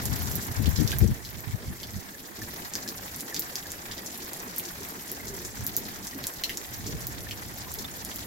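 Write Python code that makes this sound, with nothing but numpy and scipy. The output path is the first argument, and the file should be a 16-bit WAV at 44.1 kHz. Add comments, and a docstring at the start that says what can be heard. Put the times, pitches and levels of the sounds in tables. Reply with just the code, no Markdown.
"""Steady rain on a garden; after a loud gust the camera's automatic gain, a drawn level curve, turns it down,
then partly recovers. It is heard from under the eaves by a hand-held camera with two microphone ports.
Near drops splat on soil, leaves and concrete: coloured cracks with echoes off the wall and a noise spray.
Drips ring as sines in a puddle; far rain is a noise wash over a low rumble, and once a faint hum swells.
Gusts thump in each port as bass noise of its own."""
import sys
import numpy as np
from scipy import signal
from scipy.fft import rfft, irfft
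from scipy.io import wavfile
from scipy.ndimage import uniform_filter1d

SR = 44100
rng = np.random.default_rng(int(sys.argv[2]) if len(sys.argv) > 2 else 0)


def to_linear_factor(level_db):
    """Convert decibel levels (scalar or array-like) to linear amplitude factors."""
    exponent = np.asarray(level_db, float) / 20
    return 10 ** exponent


def store_pcm(level_fs):
    """Save levels as 16-bit WAV."""
    pcm = np.round(np.clip(level_fs, -1, 1) * 32767).astype(np.int16)
    wavfile.write(sys.argv[1], SR, np.atleast_2d(pcm).T)


N = 364266  # samples

# level of the rain as the camera's gain sets it, before each layer's own offset: time_s, level_db
RAIN_LEVEL = [(0, -38.5), (.94, -40.5), (1.2, -46.5), (2.2, -47.5), (2.5, -43.5), (8.26, -44)]
# colour of rain on the garden: frequency_hz, relative_level_db
RAIN_COLOUR = [(350, -43), (650, 10.5), (900, 11), (1240, 8), (1850, 10.5), (2740, -1), (5600, 2),
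               (7700, 2), (8200, -9), (9800, -4), (12500, 3.5), (15900, -2)]
# how alike far sound is at the two ports: frequency_hz, correlation (0 to 1)
PORT_LIKENESS = [(60, 1), (300, 0.86), (1300, 0.54), (2400, 0.15), (15000, 0.021)]
# near drops lean right until the camera turns: time_s, left_over_right_db
LEAN = [(.99, -5), (1.2, -0.1)]
LEAD_S = .00035  # far rain reaches the left port this much earlier


def evened(x):
    """Scales to rms 1."""
    return x / np.sqrt(np.mean(x ** 2) + 1e-20)


def read(points, hz):
    """Reads a spectrum on a log-frequency axis."""
    f, value = np.transpose(points)
    return np.interp(np.log(hz + 1), np.log(f + 1), value)


def curve(rows, axis):
    """One column of a table, sample by sample."""
    rows = np.array(rows)
    return np.interp(np.arange(N) / SR, rows[:, 0], rows[:, axis])


def hiss(spectrum, same, lead_s, size, patchy_db, patch_s, patch_hz, calm_hz=0):
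    """Random short-time spectra with drifting patches (fainter below calm_hz), partly shared by both ports."""
    frames, hz = 4 * N // size + 5, np.fft.rfftfreq(size, 1 / SR)
    a, b, c, d, patches = rng.standard_normal((frames, len(hz), 5)).T
    # smooth the patches over frequency, then over time
    patches = uniform_filter1d(patches, max(1, round(patch_hz * size / SR)), 0)
    patches = evened(uniform_filter1d(patches, max(1, round(4 * patch_s * SR / size)), 1))
    same = np.clip(read(same, hz), -1, 1)[:, None]
    left = a + 1j * b
    late = np.exp(-2j * np.pi * hz * lead_s)[:, None]
    right = same * late * left + np.sqrt(1 - same ** 2) * (c + 1j * d)
    z = np.array([left, right])
    patch_depth_db = patchy_db * ((hz + 1) / (hz + 1 + calm_hz))[:, None]
    z *= to_linear_factor(read(spectrum, hz)[:, None] + patch_depth_db * patches)
    return evened(signal.istft(z, nperseg=size, noverlap=3 * size // 4)[1][:, :N])


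def splat(hz, tail_db, tail_s, sharp=3.4, wide_db=-7, low_hz=1100, crack_s=.0004):
    """A sub-millisecond crack around hz that peaks at 1, its echoes and a spray that falls 60 dB in tail_s."""
    # wall, ground and eaves: delay_s, level_db
    echoes = [(.0056, -8), (.011, -17), (.017, -20)]
    f, t = np.fft.rfftfreq(4096, 1 / SR), np.arange(4096) / SR
    colour = np.exp(-(sharp * np.log((f + 1) / hz)) ** 2) + to_linear_factor(wide_db)
    colour = colour * to_linear_factor(read(RAIN_COLOUR, f))
    colour = colour / (1 + (np.sqrt(low_hz * hz) / (f + 1)) ** 6)  # little below the drop's own colour
    burst = ((t == 0) + .55 * rng.standard_normal(len(t))) * np.exp(-t / crack_s)
    crack = rfft(np.roll(burst, 88))  # 88 samples leave room ahead of the crack
    colour = colour * crack / uniform_filter1d(abs(crack), size=120)  # ragged in time, even in colour
    taps = np.zeros((2, len(t)))
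    taps[:, 0] = 1
    for s, db in echoes:
        # each port hears the echo up to 0.86 ms later, with either sign
        lag = np.round((s + 0.00086 * rng.random(2)) * SR).astype(int)
        taps[[0, 1], lag] = to_linear_factor(db) * rng.choice([-1, 1], 2)
    spray = rng.standard_normal(taps.shape) * (1 - np.exp(-t / .002)) * to_linear_factor(-60 * t / tail_s)
    taps += to_linear_factor(tail_db) * spray
    return irfft(rfft(taps) * colour) / abs(irfft(colour)).max()


def add(mix, s, sound, pan_db):
    """Places a sound, left over right by pan_db; the quieter port gets it a little later."""
    lag_s_per_db = .00007
    for port, part, side in zip(mix, sound, (.5, -.5)):
        start = max(0, round((s - side * pan_db * lag_s_per_db) * SR))
        room = port[start:][:len(part)]
        room += to_linear_factor(side * pan_db) * part[:len(room)]


def dry_ticks():
    """The largest drops close by land on something hard: a short crack and a faint spray."""
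    # drops on hard ground, level ahead of the lean: time_s, crack_peak_db, centre_hz
    drops = [(0.0543, -10.5, 8900), (0.159, -13, 14800), (0.2294, -16, 12100), (0.3137, -14, 13800),
             (0.3541, -11, 13100), (0.4234, -17, 12400), (0.6918, -13, 15200), (0.8111, -21, 6200),
             (0.8754, -11, 4960), (0.917, -13.5, 3120), (0.9847, -8.5, 14100), (1.4043, -19, 14800),
             (2.7357, -14, 6150), (2.7528, -10.5, 5300), (2.888, -14, 4830), (3.1607, -17.3, 10900),
             (3.2065, -18.5, 9000), (3.3437, -12, 5450), (3.3933, -5, 14800), (3.4201, -16.5, 4580),
             (3.5548, -13.5, 5100), (3.5635, -19.5, 14500), (3.7175, -13, 8600), (4.1749, -24, 11000),
             (4.3321, -16.5, 9100), (4.561, -19, 11700), (4.5963, -18, 3200), (4.6528, -21.5, 6200),
             (4.8868, -20, 12700), (5.1153, -14, 13100), (5.255, -26, 12400), (5.665, -10, 13600),
             (5.7652, -1.5, 15500), (6.2392, -12, 4060), (6.2682, -5.5, 9260), (6.3368, -21, 14100),
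             (6.5715, -14, 6430), (6.7366, -19, 13400), (7.0682, -12.5, 15200), (7.7164, -19, 9000),
             (7.7393, -18, 13400), (8.0481, -17, 9500), (8.114, -22, 3150), (8.1587, -16, 15200)]
    when, lean_db = np.transpose(LEAN)
    out = np.zeros((2, N))
    for s, db, hz in drops:
        tick = to_linear_factor(db) * splat(hz, tail_db=-27, tail_s=0.12)
        add(out, s - .0007, tick, np.interp(s, when, lean_db))
    return out


def wet_bursts():
    """Fat drops close by burst on wet soil: a longer, broader crack and a stronger spray."""
    # drops on wet soil, level ahead of the lean: time_s, crack_peak_db, centre_hz
    splashes = [(0.657, -21.5, 3400), (0.7596, -19.5, 4500), (1.2485, -26, 4160), (1.8307, -24, 3760),
                (2.876, -22, 4860), (3.3627, -19, 4300), (3.9125, -21, 3620), (3.9793, -25, 4330),
                (4.0606, -21.5, 7300), (4.581, -14, 12800), (5.2805, -22.5, 6200), (5.4482, -21.5, 7190),
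                (5.852, -24, 4870), (6.069, -21, 7200), (6.436, -12.5, 3770), (6.4936, -16.5, 2700),
                (6.8652, -17.5, 6300), (7.3096, -18.5, 3100), (7.7864, -19.5, 5470)]
    when, lean_db = np.transpose(LEAN)
    out = np.zeros((2, N))
    for s, db, hz in splashes:
        burst = splat(hz, tail_db=-21, tail_s=0.11, sharp=2.6, wide_db=-11, crack_s=.0008)
        add(out, s - .0007, to_linear_factor(db) * burst, np.interp(s, when, lean_db))
    return out


def patter(per_s=160, spread_db=5, over_db=7, clump_db=6.0, count=32):
    """Many smaller drops in count colours, at random times that clump; per_s is the rate before clumping."""
    out = np.zeros((2, N))
    clumps = to_linear_factor(clump_db * evened(uniform_filter1d(rng.standard_normal(N), size=900)))
    for hz in np.geomspace(2800, 15500, count):
        size = to_linear_factor(spread_db * np.minimum(rng.exponential(1, N), 2.2))
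        size = size * (rng.random(N) < clumps * per_s / count / SR)
        right_lag = round(2 * LEAD_S * SR * rng.random())
        train = np.array([size, np.roll(size, right_lag)])
        drop = splat(hz, tail_db=-20, tail_s=.045, sharp=3, wide_db=-11, crack_s=.0002)
        out += signal.oaconvolve(train, drop, axes=1)[:, :N]
    return to_linear_factor(over_db + curve(RAIN_LEVEL, axis=1)) * out


def plops(ring_cycles=75, per_s=30, small_db=-56, rough=.4):
    """Drips trap bubbles that ring unevenly, down 60 dB in ring_cycles, so high ones are shortest."""
    # clear drips in a puddle, level before roughness and pan: time_s, peak_db, pitch_hz
    clear = [(0.9283, -29.5, 1616), (2.4166, -35, 1760), (2.862, -39, 1710), (3.3237, -38.5, 1765),
             (3.6537, -40, 1690), (3.9085, -37, 1830), (3.9843, -37, 1960), (5.198, -38, 2090),
             (6.129, -40, 1910), (7.2666, -39, 1780), (7.665, -41.5, 1017), (7.849, -30, 3600)]
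    out, t = np.zeros((2, N)), np.arange(4000) / SR
    # faint drips between the clear ones, up to 7 dB over small_db and 1600 to 2250 Hz
    faint = rng.random((round(per_s * N / SR), 3)) * [N / SR, 7, 650] + [0, small_db, 1600]
    for s, db, hz in [*clear, *faint]:
        swell = (1 - np.exp(-t / 0.004)) * to_linear_factor(-60 * t * hz / ring_cycles)
        uneven = 1 + rough * evened(uniform_filter1d(rng.standard_normal(len(t)), size=90))
        swell = swell / swell.max() * uneven / np.hypot(1, rough)
        ring = to_linear_factor(db) * np.sin(2 * np.pi * hz * t) * swell
        add(out, s, [ring, ring], pan_db=-1.0)
    return out


def wash():
    """Far rain on the whole garden: countless drops merge into patchy noise."""
    far = hiss(RAIN_COLOUR, PORT_LIKENESS, LEAD_S, size=512,
               patchy_db=5.6, patch_s=.012, patch_hz=5000, calm_hz=1500)
    return to_linear_factor(curve(RAIN_LEVEL, axis=1) + [[1.5], [2.2]]) * far  # offsets left, right in dB


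def wind(steady=0.26, roar_db=7):
    """Low buffeting, almost unrelated in the two ports; hard gusts also roar higher up."""
    # thump of air in a port: frequency_hz, relative_level_db
    buffet = [(30, -24), (60, 4), (80, -2), (108, 4.5), (150, -6), (220, -7), (330, -52.5)]
    # roar of hard gusts: frequency_hz, relative_level_db
    roar_colour = [(100, -9), (200, 6.5), (350, -6), (600, -20.5), (1300, -50)]
    port_hz = 44.3  # the ports pass little wind below this
    level_db = wind_db()
    lumps = hiss(buffet, [(1, 0.24)], 0, size=2048, patchy_db=1.5, patch_s=0.036, patch_hz=60)
    # the cavity swings steadily
    lumps = evened(lumps / uniform_filter1d(lumps ** 2, 1300, axis=1) ** (steady / 2))
    high_pass = signal.butter(2, port_hz, "high", fs=SR, output="sos")
    lumps = signal.sosfilt(high_pass, to_linear_factor(level_db) * lumps)
    roar = hiss(roar_colour, [(1, 0.0082)], 0, size=512, patchy_db=3.0, patch_s=.008, patch_hz=600)
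    return lumps + to_linear_factor(2 * level_db + roar_db) * roar  # the roar grows twice as fast in dB


def wind_db():
    """Strength at each port: the breeze, and over it each gust rising fast, holding and dropping away."""
    # light wind under the gusts, as the right port gets it: time_s, level_db
    breeze = [(0, -43.5), (1.1, -42.5), (1.9, -47), (2.1, -58), (5.0, -57), (5.3, -44.5), (6.0, -48),
              (6.3, -58), (6.65, -55), (6.8, -38.5), (7.9, -46), (8.26, -49.5)]
    # gusts that strike the ports: start_s, length_s, left_db, right_db
    gusts = [(0.03, 0.37, -30, -46), (0.11, 0.047, -23, -55), (0.484, 0.038, -36, -31.5),
             (0.59, 0.021, -18, -37), (0.62, 0.12, -25, -40), (0.675, 0.0091, -16.5, -42),
             (0.789, 0.066, -16.5, -45), (0.898, 0.083, -32.5, -29.5), (1.016, 0.036, -14, -24),
             (1.065, 0.056, -21, -42), (1.118, 0.0073, -38, -20.5), (1.342, 0.043, -51, -34.5),
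             (1.474, 0.025, -46, -29), (1.539, 0.0079, -25, -52), (1.675, 0.047, -32.5, -34.5),
             (1.944, 0.045, -35, -32), (2.407, 0.036, -44, -39.5), (5.595, 0.036, -37, -34),
             (6.94, 0.02, -30, -30)]
    rise_db_per_s, fall_db_per_s, breeze_left_db = 702, 900, -3
    t = np.arange(N) / SR
    power = to_linear_factor(2 * (curve(breeze, axis=1) + [[breeze_left_db], [0]]))
    for start, length, *db in gusts:
        before, after = np.maximum(start - t, 0), np.maximum(t - start - length, 0)
        away_db = rise_db_per_s * before + fall_db_per_s * after
        power = power + to_linear_factor(2 * (np.array(db)[:, None] - np.minimum(away_db, 100)))
    return 10 * np.log10(power)


def rumble():
    """Low roar of the wet street, near the same in both ports; the camera's gain moves it in part."""
    # colour of the street: frequency_hz, relative_level_db
    street = [(40, -9), (65, -2), (130, -6), (204, 0.5), (355, -2), (620, -11), (1000, -22.5)]
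    # follows: dB of rumble per dB of change in the rain's recorded level
    base_db, follows, settled_db = -43.5, 0.43, -43.5
    low = hiss(street, PORT_LIKENESS, 0, size=1024, patchy_db=3.0, patch_s=.06, patch_hz=300)
    level_db = base_db + follows * (curve(RAIN_LEVEL, axis=1) - settled_db)
    return to_linear_factor(level_db + [[-.4], [.3]]) * low


def lulls(low):
    """Fades the left port over to a version without bass during each lull."""
    # moments when the bass falls away in the left port: start_s, length_s
    moments = [(1.172, 0.073), (1.302, 0.06), (1.423, 0.067), (1.984, 0.1), (2.244, 0.116), (2.634, 0.088),
               (6.56, 0.12)]
    below_hz, edge_s = 370, 0.016
    t = np.arange(N) / SR
    gone = sum(np.clip(np.minimum(t - s, s + length - t) / edge_s + .5, 0, 1) for s, length in moments)
    thin = signal.sosfiltfilt(signal.butter(2, below_hz, "high", fs=SR, output="sos"), low[0])
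    return np.array([low[0] + gone * (thin - low[0]), low[1]])


def hum():
    """A faint soft tone that swells once, sags in pitch and flutters, the same in both ports."""
    # level before flutter: middle_s, width_s, peak_db, pitch_hz at the middle, sag_hz_per_s
    s, width, db, hz, sag = (5.37, .07, -41, 378, 450)
    flutter = 1 + .5 * evened(uniform_filter1d(rng.standard_normal(N), size=500))
    t = np.arange(N) / SR - s
    tone = np.sin(2 * np.pi * (hz - sag * t / 2) * t)
    return to_linear_factor(db) * flutter * np.exp(-(t / width) ** 2) * tone


def scene():
    """Rain near and far, puddle, wind, rumble and hum."""
    near = dry_ticks() + wet_bursts() + patter() + plops()
    return near + wash() + lulls(wind() + rumble()) + hum()


def top_cut(x):
    """Nothing passes above the cut-off."""
    return signal.sosfilt(signal.butter(12, 16980, fs=SR, output="sos"), x)


def record(dry):
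    """The camera's band limit: little passes above 15950 Hz."""
    low_pass = signal.firwin(255, 15950, fs=SR)
    limited = signal.oaconvolve(dry, low_pass[None], "same")
    return top_cut(limited)


dry = scene()
out = record(dry)
store_pcm(out)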